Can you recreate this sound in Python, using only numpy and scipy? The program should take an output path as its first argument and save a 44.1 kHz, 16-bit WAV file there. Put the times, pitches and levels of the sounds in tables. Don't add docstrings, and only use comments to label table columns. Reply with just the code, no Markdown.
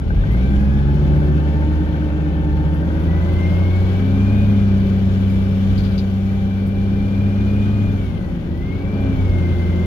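import sys
import numpy as np
from scipy import signal
from scipy.fft import rfft, irfft, next_fast_len
from scipy.io import wavfile
from scipy.ndimage import uniform_filter1d

SR = 44100
rng = np.random.default_rng(int(sys.argv[2]) if len(sys.argv) > 2 else 0)


def unload_wav(signal):
    wavfile.write(
        sys.argv[1],
        SR,
        np.round(np.clip(np.atleast_2d(signal).T, -1, 1) * 32767).astype(np.int16),
    )


def level_to_linear(level):
    exponent = np.asarray(level, float) / 20
    return 10 ** exponent


N = 434812
T = np.arange(N) / SR
COARSE = 4
ENGINE_T = np.arange(N // COARSE + 1) * COARSE / SR

# (time [s], firing rate [Hz], firing boom [dB], second order [dB], gear whine [dB])
ENGINE = [(0.0, 36.3, -31, -29, -63), (0.15, 43.0, -19, -22, -68), (0.3, 55.5, -21, -26, -67),
          (0.45, 64.6, -17, -22, -46), (0.6, 67.9, -16, -29, -44), (0.75, 69.6, -18, -23, -44),
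          (0.9, 70.7, -18, -20, -49), (1.05, 72.2, -18, -20, -54), (1.2, 72.9, -17, -20, -51),
          (1.35, 73.7, -18, -21, -49), (1.5, 74.3, -18, -24, -47), (1.65, 75.0, -18, -27, -50),
          (1.8, 75.5, -20, -30, -50), (1.95, 75.5, -21, -31, -48), (2.1, 74.9, -20, -29, -52),
          (2.25, 74.5, -21, -27, -48), (2.4, 74.3, -20, -29, -47), (2.55, 74.1, -19, -28, -49),
          (2.7, 74.8, -19, -27, -49), (2.85, 76.8, -22, -38, -51), (3.0, 79.5, -20, -25, -51),
          (3.15, 82.1, -17, -23, -45), (3.3, 84.9, -18, -27, -43), (3.45, 87.2, -18, -24, -38),
          (3.6, 89.8, -16, -24, -42), (3.75, 91.8, -15, -28, -41), (3.9, 94.0, -17, -24, -46),
          (4.05, 96.2, -18, -22, -47), (4.2, 99.2, -16, -19, -45), (4.35, 102.3, -17, -20, -42),
          (4.5, 101.2, -15, -17, -45), (4.65, 99.3, -17, -17, -47), (4.8, 97.5, -18, -17, -52),
          (4.95, 96.7, -20, -18, -57), (5.1, 96.6, -18, -20, -59), (5.25, 96.8, -18, -20, -54),
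          (5.4, 96.8, -19, -20, -48), (5.55, 96.8, -20, -19, -52), (5.7, 97.0, -19, -20, -55),
          (5.85, 96.9, -19, -20, -55), (6.0, 96.9, -22, -21, -53), (6.15, 97.2, -21, -21, -56),
          (6.3, 97.5, -21, -21, -52), (6.45, 97.7, -22, -22, -53), (6.6, 98.0, -22, -21, -50),
          (6.75, 98.4, -21, -21, -51), (6.9, 98.7, -22, -20, -49), (7.05, 99.1, -22, -20, -46),
          (7.2, 99.7, -19, -21, -47), (7.35, 100.4, -19, -20, -47), (7.5, 100.9, -19, -20, -44),
          (7.65, 101.5, -19, -20, -45), (7.8, 102.3, -18, -23, -47), (7.95, 99.2, -20, -24, -46),
          (8.1, 90.3, -30, -34, -53), (8.25, 82.0, -31, -36, -54), (8.4, 78.4, -35, -37, -64),
          (8.55, 80.8, -28, -37, -52), (8.7, 89.3, -27, -40, -44), (8.85, 95.7, -25, -30, -46),
          (9.0, 99.8, -23, -26, -45), (9.15, 96.3, -19, -28, -45), (9.3, 90.5, -18, -28, -43),
          (9.45, 87.2, -18, -25, -40), (9.6, 86.5, -18, -26, -42), (9.75, 86.8, -19, -26, -40),
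          (9.86, 87.0, -19, -26, -37)]
# (time [s], floor rumble [dB], engine roar [dB], clatter hiss [dB], air hiss [dB])
ROAR = [(0.0, -29.5, -34, -57, -72), (0.16, -17, -32, -53, -69.5), (0.41, -26, -29, -49, -65),
        (0.52, -20, -29.5, -51.5, -64.5), (0.84, -30, -29, -51.5, -66.5), (1.15, -26.5, -27.5, -51.5, -65),
        (1.45, -34, -28, -52, -66.5), (2.35, -35, -28.5, -53.5, -68.5), (2.49, -27.5, -29.5, -54.5, -69),
        (2.71, -34, -27.5, -54, -66.5), (3.53, -30, -26, -48.5, -63.5), (3.61, -38.5, -26, -49.5, -64.5),
        (3.75, -33, -27, -48.5, -63.5), (5.09, -31, -30, -49, -64), (5.63, -34.5, -30, -49, -63),
        (5.72, -23, -30, -47.5, -63.5), (6.15, -34.5, -32, -51, -64.5), (6.7, -31.5, -31.5, -52.5, -67),
        (7.63, -31, -29, -50, -65), (8.01, -27.5, -31, -52.5, -66), (8.59, -29.5, -32.5, -56.5, -71),
        (8.7, -27, -31.5, -53.5, -70), (9.05, -34, -27, -51.5, -68), (9.13, -24.5, -28, -51, -66),
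        (9.82, -35, -28.5, -50, -64.5)]
# (frequency [Hz], likeness [0-1], left lead [rad], left minus right [dB])
PORTS = [(30, 1, .08, -0.5), (55, 1, .09, 0.5), (68.6, .95, 0.75, -2.5), (93.5, 0.6, .55, 0.8),
         (150, 1, 0.16, 2), (287, 0.76, .1, 0.5), (450, 0.5, 0.93, 3), (610, 0.2, 0.81, 4.5),
         (930, 0, 1.25, 3), (1610, 0.3, 2.28, 3.5), (2170, 0.1, 3.1, 10.5), (4500, 0, 3.1, 7),
         (6350, 0.01, 3.1, 8), (9000, 0, 3.1, 0.5), (13000, .03, 3.1, 5)]


def evened(x):
    return x / np.sqrt(np.mean(x ** 2) + 1e-20)


def read(points, hz, axis=1):
    rows = np.transpose(points)
    return np.interp(np.log(hz + 1), np.log(rows[0] + 1), rows[axis])


def drift(rate_hz, t):
    b, a = signal.butter(1, rate_hz * 512 / SR)
    slow = signal.lfilter(b, a, rng.standard_normal(N // 256 + 202))[200:]
    return np.interp(t * SR / 256, np.arange(len(slow)), evened(slow))


def treble_of(x, order, cutoff_hz):
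    return signal.sosfilt(signal.butter(order, cutoff_hz, "high", fs=SR, output="sos"), x)


def cabin_db(hz):
    # (frequency [Hz], width [Hz], lift [dB])
    resonances = [(70.5, 20, 6.5), (162.2, 21.8, 8.5), (192.4, 27.7, 15.5), (266.2, 15.6, 10.5),
                  (298.1, 18.5, 9), (362.5, 42.4, 6.5), (421.8, 23.6, 7), (552, 46, 9), (792.3, 13.3, 12.5),
                  (881, 27, 4), (1036, 25, -0.5), (1542, 95, 12), (2270, 40, 7), (3380, 1500, 5.5),
                  (4560, 180, 5)]
    return sum(db / (1 + (2 * (hz - f) / width) ** 2) for f, width, db in resonances)


def ports(hz):
    level = level_to_linear(read(PORTS, hz, axis=3) / 2)
    half = level * np.exp(.5j * read(PORTS, hz, axis=2))
    return np.array([half, 1 / half])


def heard(x):
    size = next_fast_len(x.shape[-1])
    spectrum = rfft(x, size) * ports(np.fft.rfftfreq(size, COARSE / SR))
    return COARSE * irfft(spectrum, COARSE * size)[:, :N]


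def order_tone(turn, k, db, waver_db, wander_rad):
    level = level_to_linear(db + waver_db * drift(3.4, ENGINE_T))
    phase = k * turn + 2 * np.pi * rng.random() + wander_rad * drift(3.7, ENGINE_T)
    return level * np.sqrt(2) * np.cos(phase)


def firing_boom(turn):
    s, _, boom_db, second_db, _ = np.transpose(ENGINE)
    boom = level_to_linear(np.interp(ENGINE_T, s, boom_db)) * np.cos(turn)
    octave = level_to_linear(np.interp(ENGINE_T, s, second_db) + 0.1) * np.cos(2 * turn + 1.72)
    return np.sqrt(2) * (boom + octave)


def strong_tones(turn):
    strong_orders = [.686, 2.745, 4.118, 2.205, 3, 4, 5, 8, 12, 36]
    # (time [s], then level of each tone [dB])
    strong_levels = [(0.0, -42.5, -35, -46.5, -39.5, -51.5, -52.5, -45, -84.5, -60, -52),
                     (0.35, -28.5, -49.5, -36, -43.5, -27.5, -65, -42, -73, -54, -46.5),
                     (0.6, -24.5, -54, -35, -35.5, -19.5, -40, -42, -46, -41, -50.5),
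                     (0.9, -29.5, -66, -35.5, -27.5, -26, -39.5, -34, -50.5, -45, -61),
                     (1.25, -30.5, -46.5, -31, -26, -32, -35.5, -31, -51, -51, -56),
                     (1.7, -40.5, -41.5, -35, -29, -30.5, -26.5, -48, -69.5, -44, -62),
                     (2.5, -30.5, -38, -29.5, -24, -40.5, -31, -52.5, -50.5, -48.5, -60),
                     (3.0, -36, -61, -45, -28, -32, -29.5, -53.5, -67, -47, -64),
                     (3.35, -39, -51, -34, -29.5, -43, -44.5, -51.5, -51, -51, -63),
                     (3.7, -37.5, -58, -47, -33.5, -33.5, -34, -55, -60, -55, -64),
                     (4.05, -30, -26.5, -41.5, -35.5, -43.5, -36, -60, -52, -61, -70),
                     (4.4, -22, -30.5, -49.5, -25.5, -52, -46, -43, -49.5, -59, -57.5),
                     (4.8, -29.5, -37.5, -51, -33, -43.5, -35.5, -46.5, -59.5, -64.5, -69.5),
                     (5.5, -27.5, -34, -58, -36, -44.5, -42.5, -47.5, -57.5, -56, -68),
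                     (6.3, -31, -40.5, -56, -36.5, -53, -43, -48, -47.5, -61, -71),
                     (7.102, -30, -33, -50, -38, -51.5, -42, -44.5, -54, -65.5, -62.5),
                     (7.75, -26.5, -33.5, -46, -28.5, -44.5, -52, -49, -59, -50, -68),
                     (8.1, -38, -31.5, -41.5, -37, -43, -58, -63, -68, -64, -67),
                     (8.45, -51.5, -52, -38, -27.5, -34, -70, -56, -74, -62, -79),
                     (8.8, -27.5, -43, -39, -36, -32, -44.5, -72, -65, -53, -73),
                     (9.1, -23.5, -24.5, -54, -27.5, -55, -50, -78, -58, -70, -76),
                     (9.4, -44.5, -33, -44, -39.5, -60, -32.5, -44, -55, -59, -67),
                     (9.8, -42.5, -32.5, -33, -28, -45, -36, -68, -58, -55, -71)]
    when, *levels = np.transpose(strong_levels)
    out = np.zeros(len(ENGINE_T))
    for k, db in zip(strong_orders, levels):
        size = min(k, 14)
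        out += order_tone(turn, k, np.interp(ENGINE_T, when, db), 0.46 + 0.2 * size, 0.049 + 0.044 * size)
    return out


def lesser_tones(turn):
    firing_orders, belt_orders, gear_orders = [6, 7, 9, 10, 11, 16], [1.372, 3.43, 4.803, 4.41, 6.615], [18, 30]
    firing_levels, belt_levels, gear_levels = [-58.5, -56.5, -65, -58.5, -65, -65], [-38, -45.5, -49.5, -44.5, -49.5], [-63, -66]
    pairs = zip(firing_orders + belt_orders, firing_levels + belt_levels)
    lesser = sum(order_tone(turn, k, db, 2.35, 0.24) for k, db in pairs)
    gears = []
    for port in range(2):
        gears.append(sum(order_tone(turn, k, db, 3, .8) for k, db in zip(gear_orders, gear_levels)))
    return lesser + np.array(gears)


def gear_whine(turn):
    s, whine_db = np.transpose(ENGINE)[[0, 4]]
    throb = 1 + 0.23 * np.cos(turn / 3) + 0.16 * np.cos(turn / 6)
    level_db = np.interp(ENGINE_T, s, whine_db) - 1.2 + 2.2 * drift(16., ENGINE_T)
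    mesh = order_tone(turn, 24, level_db, .6, .9) * throb
    left = level_to_linear(-3.5 + 1.6 * drift(20., ENGINE_T)) * mesh
    right = level_to_linear(1.5 + 1.6 * drift(20., ENGINE_T)) * np.roll(mesh, shift=2)
    return np.array([left, right])


def uneven_cylinders(turn):
    step = np.exp(1j * turn / 3)
    comb, now = np.zeros(len(turn)), np.ones(len(turn))
    for height, angle in rng.random((75, 2)):
        now = now * step
        comb += (level_to_linear(-9 * height + 7.5) * np.exp(2j * np.pi * angle) * now).real
    return comb


def engine():
    # (frequency [Hz], level [dB])
    crank_colour = [(30, -32.5), (200, -45.5), (400, -48), (600, -52.5), (900, -58.5), (1600, -62.5),
                    (2600, -77.5)]
    s, rate_hz = np.transpose(ENGINE)[:2]
    rate_hz = uniform_filter1d(np.interp(ENGINE_T, s, rate_hz), size=600)
    turn = 2 * np.pi * np.cumsum(rate_hz) * COARSE / SR

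    size = next_fast_len(len(turn))
    f = np.fft.rfftfreq(size, COARSE / SR)
    comb = rfft(uneven_cylinders(turn), size) * level_to_linear(read(crank_colour, f))
    spectrum = (rfft(lesser_tones(turn), size) + comb) * level_to_linear(cabin_db(f) - 6)
    load_db = np.interp(ENGINE_T, *np.transpose(ROAR)[[0, 2]])
    load = level_to_linear(1.16 * (load_db - load_db.mean()))
    coloured = load * irfft(spectrum, size)[:, :len(turn)]

    tones = firing_boom(turn) + strong_tones(turn) + gear_whine(turn) + coloured
    return heard(tones), np.interp(T, ENGINE_T, turn)


def knock(turn):
    # (place [firings], level [dB])
    knock_places = [
        (.55, -4.5),
        (4, 3),
        (4.8, -18.5),
    ]
    # (time [s], level [dB])
    knock_levels = [(0, -41), (.5, -46), (3.5, -48), (5.2, -54.5), (5.6, -57.5), (8, -54), (8.3, -70),
                    (8.7, -65), (9.8, -55)]
    # (frequency [Hz], time to fade by 60 dB [s], level [dB])
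    cover_rings = [(1480, 0.055, -5), (1560, .045, 5.5), (831, 0.069, -4), (568, 0.024, 0)]
    blows = np.zeros(N)
    for place, db in knock_places:
        cycle = np.floor((turn / (2 * np.pi) - place) / 6)
        at = np.flatnonzero(np.diff(cycle))
        blows[at] = level_to_linear(db + 3.9 * rng.uniform(-1, 1, len(at)))
    t = np.arange(2500) / SR
    ring = sum(level_to_linear(db - 60 * t / t60) * np.sin(2 * np.pi * hz * t) for hz, t60, db in cover_rings)
    ring = ring * np.minimum(t / 0.0036, 1)
    level = level_to_linear(np.interp(T, *np.transpose(knock_levels)))
    x = level * evened(signal.oaconvolve(blows, ring)[:N])
    return np.array([level_to_linear(5.5) * x, level_to_linear(1.0) * np.roll(x, shift=14)])


def turbo():
    # (time [s], frequency [Hz], level [dB])
    whistles = [
        [(4.7, 10000, -82), (5.3, 10900, -74.5), (5.7, 11280, -72.5), (6.6, 11180, -77), (7.4, 11000, -75),
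         (7.8, 11000, -79), (8.0, 10400, -80), (8.3, 8500, -71)],
        [(8.2, 15300, -80), (8.4, 13500, -79), (8.58, 12300, -73), (8.8, 11850, -83), (9.1, 12300, -80),
         (9.5, 13000, -82)],
    ]
    out = np.zeros(N)
    for rows in whistles:
        s, hz, db = np.transpose(rows)
        on = (T > s[0]) & (T < s[-1])
        t = T[on]
        pitch = np.interp(t, s, hz) + 30 * drift(25., t)
        level = level_to_linear(np.interp(t, s, db) + 4 * drift(10., t))
        out[on] += level * np.sin(2 * np.pi * np.cumsum(pitch) / SR)
    return out * level_to_linear([[2.5], [-1.5]])


def rattles():
    # (time [s], thin tick [dB], buzz relative to tick [dB], length [s])
    jolts = [(0.163, -58, -6, 0.025), (0.314, -45, -8, 0.04), (0.343, -54, -2.5, 0.03),
             (0.598, -51, 3.5, 0.03), (0.937, -50, -1, 0.03), (1.246, -52, -1.5, 0.03),
             (2.738, -47.5, -5.5, 0.03), (3.016, -51, -1, 0.03), (3.325, -47, -1, 0.027),
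             (3.788, -50, 5, 0.03), (5.295, -45.5, -3.5, 0.036), (5.34, -51.5, -1.5, 0.025),
             (5.7764, -45.5, 10, 0.038), (5.835, -51.5, 10.5, 0.055), (5.908, -53.5, 8.5, 0.033),
             (5.9773, -46.5, 12, 0.03), (6.658, -45, -3.5, 0.042), (7.658, -57, 7, 0.023),
             (8.5699, -53.5, 1.5, 0.044), (9.0034, -47.5, -2, 0.026), (9.291, -52, 9.5, 0.013)]
    # (frequency [Hz], width [Hz], level [dB])
    panel_modes = [(3780, 310, -7.5), (4230, 410, -2.5), (4660, 300, 2.5), (6000, 390, -12.5)]
    tick, buzz = np.zeros((2, 2, N + SR))
    t = np.arange(4000) / SR
    for s, db, buzz_db, length in jolts:
        clumping = evened(uniform_filter1d(rng.standard_normal(4000), size=90))
        contacts = evened(rng.standard_normal((2, 4000)) * level_to_linear(1.7 * clumping))
        fade = np.exp(-(t / np.clip(length, .005, .06)) ** 2)
        clump = contacts * np.minimum(t / .002, 1) * fade
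        at = round(s * SR)
        tick[:, at:at + 4000] += level_to_linear(db - 1.5) * clump
        buzz[:, at:at + 4000] += level_to_linear(db + 1.84 * buzz_db - 4.5) * clump
    size = next_fast_len(N + SR)
    f = np.fft.rfftfreq(size, 1 / SR)
    thin = 1 / (1 + (8500 / (f + 1)) ** 8) / (1 + (f / 14000) ** 4)
    panel = sum(level_to_linear(db) / (1 + 2j * (f - hz) / width) for hz, width, db in panel_modes)
    panel = level_to_linear(3.5) * panel / (1 + (f / 6300) ** 6)
    spectrum = rfft(tick, size) * thin + rfft(buzz, size) * panel
    return irfft(spectrum * abs(ports(f)), size)[:, :N]


def roar(turn):
    band_centres = [40, 500, 4000, 11000]
    # (frequency [Hz], level [dB per Hz])
    noise_colour = [(22, -52.5), (36, -3), (65, -8.5), (130, -8.5), (250, -19.5), (540, -26), (700, -30),
                    (1050, -35.5), (2400, -41), (4500, -50.5), (6800, -56.5), (7800, -65), (11900, -59),
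                    (15600, -67.5)]
    frames, hz = N // 512 + 5, np.fft.rfftfreq(2048, 1 / SR)
    s, *columns = np.transpose(ROAR)
    frame_s = np.arange(frames) * 512 / SR
    levels = [np.interp(frame_s, s, c - c.mean()) for c in columns]
    place = np.interp(np.log(hz + 1), np.log(band_centres), np.arange(4))
    level_db = sum(np.maximum(1 - abs(place - k), 0)[:, None] * levels[k] for k in range(4))

    a, b, c, d, patches = rng.standard_normal((frames, 1025, 5)).T
    same = np.clip(read(PORTS, hz), 0, 1)[:, None]
    left, other = a + 1j * b, c + 1j * d
    right = same * left + np.sqrt(1 - same ** 2) * other
    z = np.array([left, right]) * ports(hz)[:, :, None]

    patches = uniform_filter1d(patches, size=20, axis=0)
    patches = evened(uniform_filter1d(patches, size=8, axis=1))
    colour_db = read(noise_colour, hz) + 0.58 * cabin_db(hz)
    z *= level_to_linear(colour_db[:, None] + level_db + 0.89 * patches)

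    ripple = evened(uniform_filter1d(rng.standard_normal((2, 1025)), size=3))
    depth_db = 2.43 * np.minimum(hz / 900, 1) / (1 + (hz / 6500) ** 4)
    z *= level_to_linear(ripple * depth_db)[:, :, None]
    x = level_to_linear(-23) * evened(signal.istft(z, nperseg=2048, noverlap=1536)[1][:, :N])

    chatter = 0.067 * np.cos(turn / 3) + 0.05 * np.cos(turn / 2 + 1) + 0.054 * np.cos(turn)
    chatter += 0.067 * drift(11.0, T)
    fizz = .14 * drift(9., T) * treble_of(x, 4, 7000)
    return x + chatter * treble_of(x, 2, 1100) + fizz


def scene():
    tones, turn = engine()
    return tones + knock(turn) + turbo() + rattles() + roar(turn)


def band_limit(x):
    return signal.sosfilt(signal.butter(12, 15720, fs=SR, output="sos"), x)


def record(dry):
    # (frequency [Hz], chance [0-1])
    dropouts = [(3000, .004), (5800, .03), (7600, .12), (9500, .015), (13000, .02), (15500, .12)]
    x = treble_of(dry, 3, 31)
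    hz, t, z = signal.stft(x, SR, nperseg=1024)
    draw = rng.random((2, len(hz) // 4 + 1, len(t) // 4 + 1))
    draw = draw.repeat(4, axis=1).repeat(4, axis=2)[:, :len(hz), :len(t)]
    chance = (read(dropouts, hz) * (hz > 3000))[:, None]
    chance = chance * np.array([.5, 1.5])[:, None, None]
    mix = signal.istft(z * (draw > chance), SR, nperseg=1024)[1][:, :N]
    return band_limit(mix)


dry = scene()
out = record(dry)
unload_wav(out)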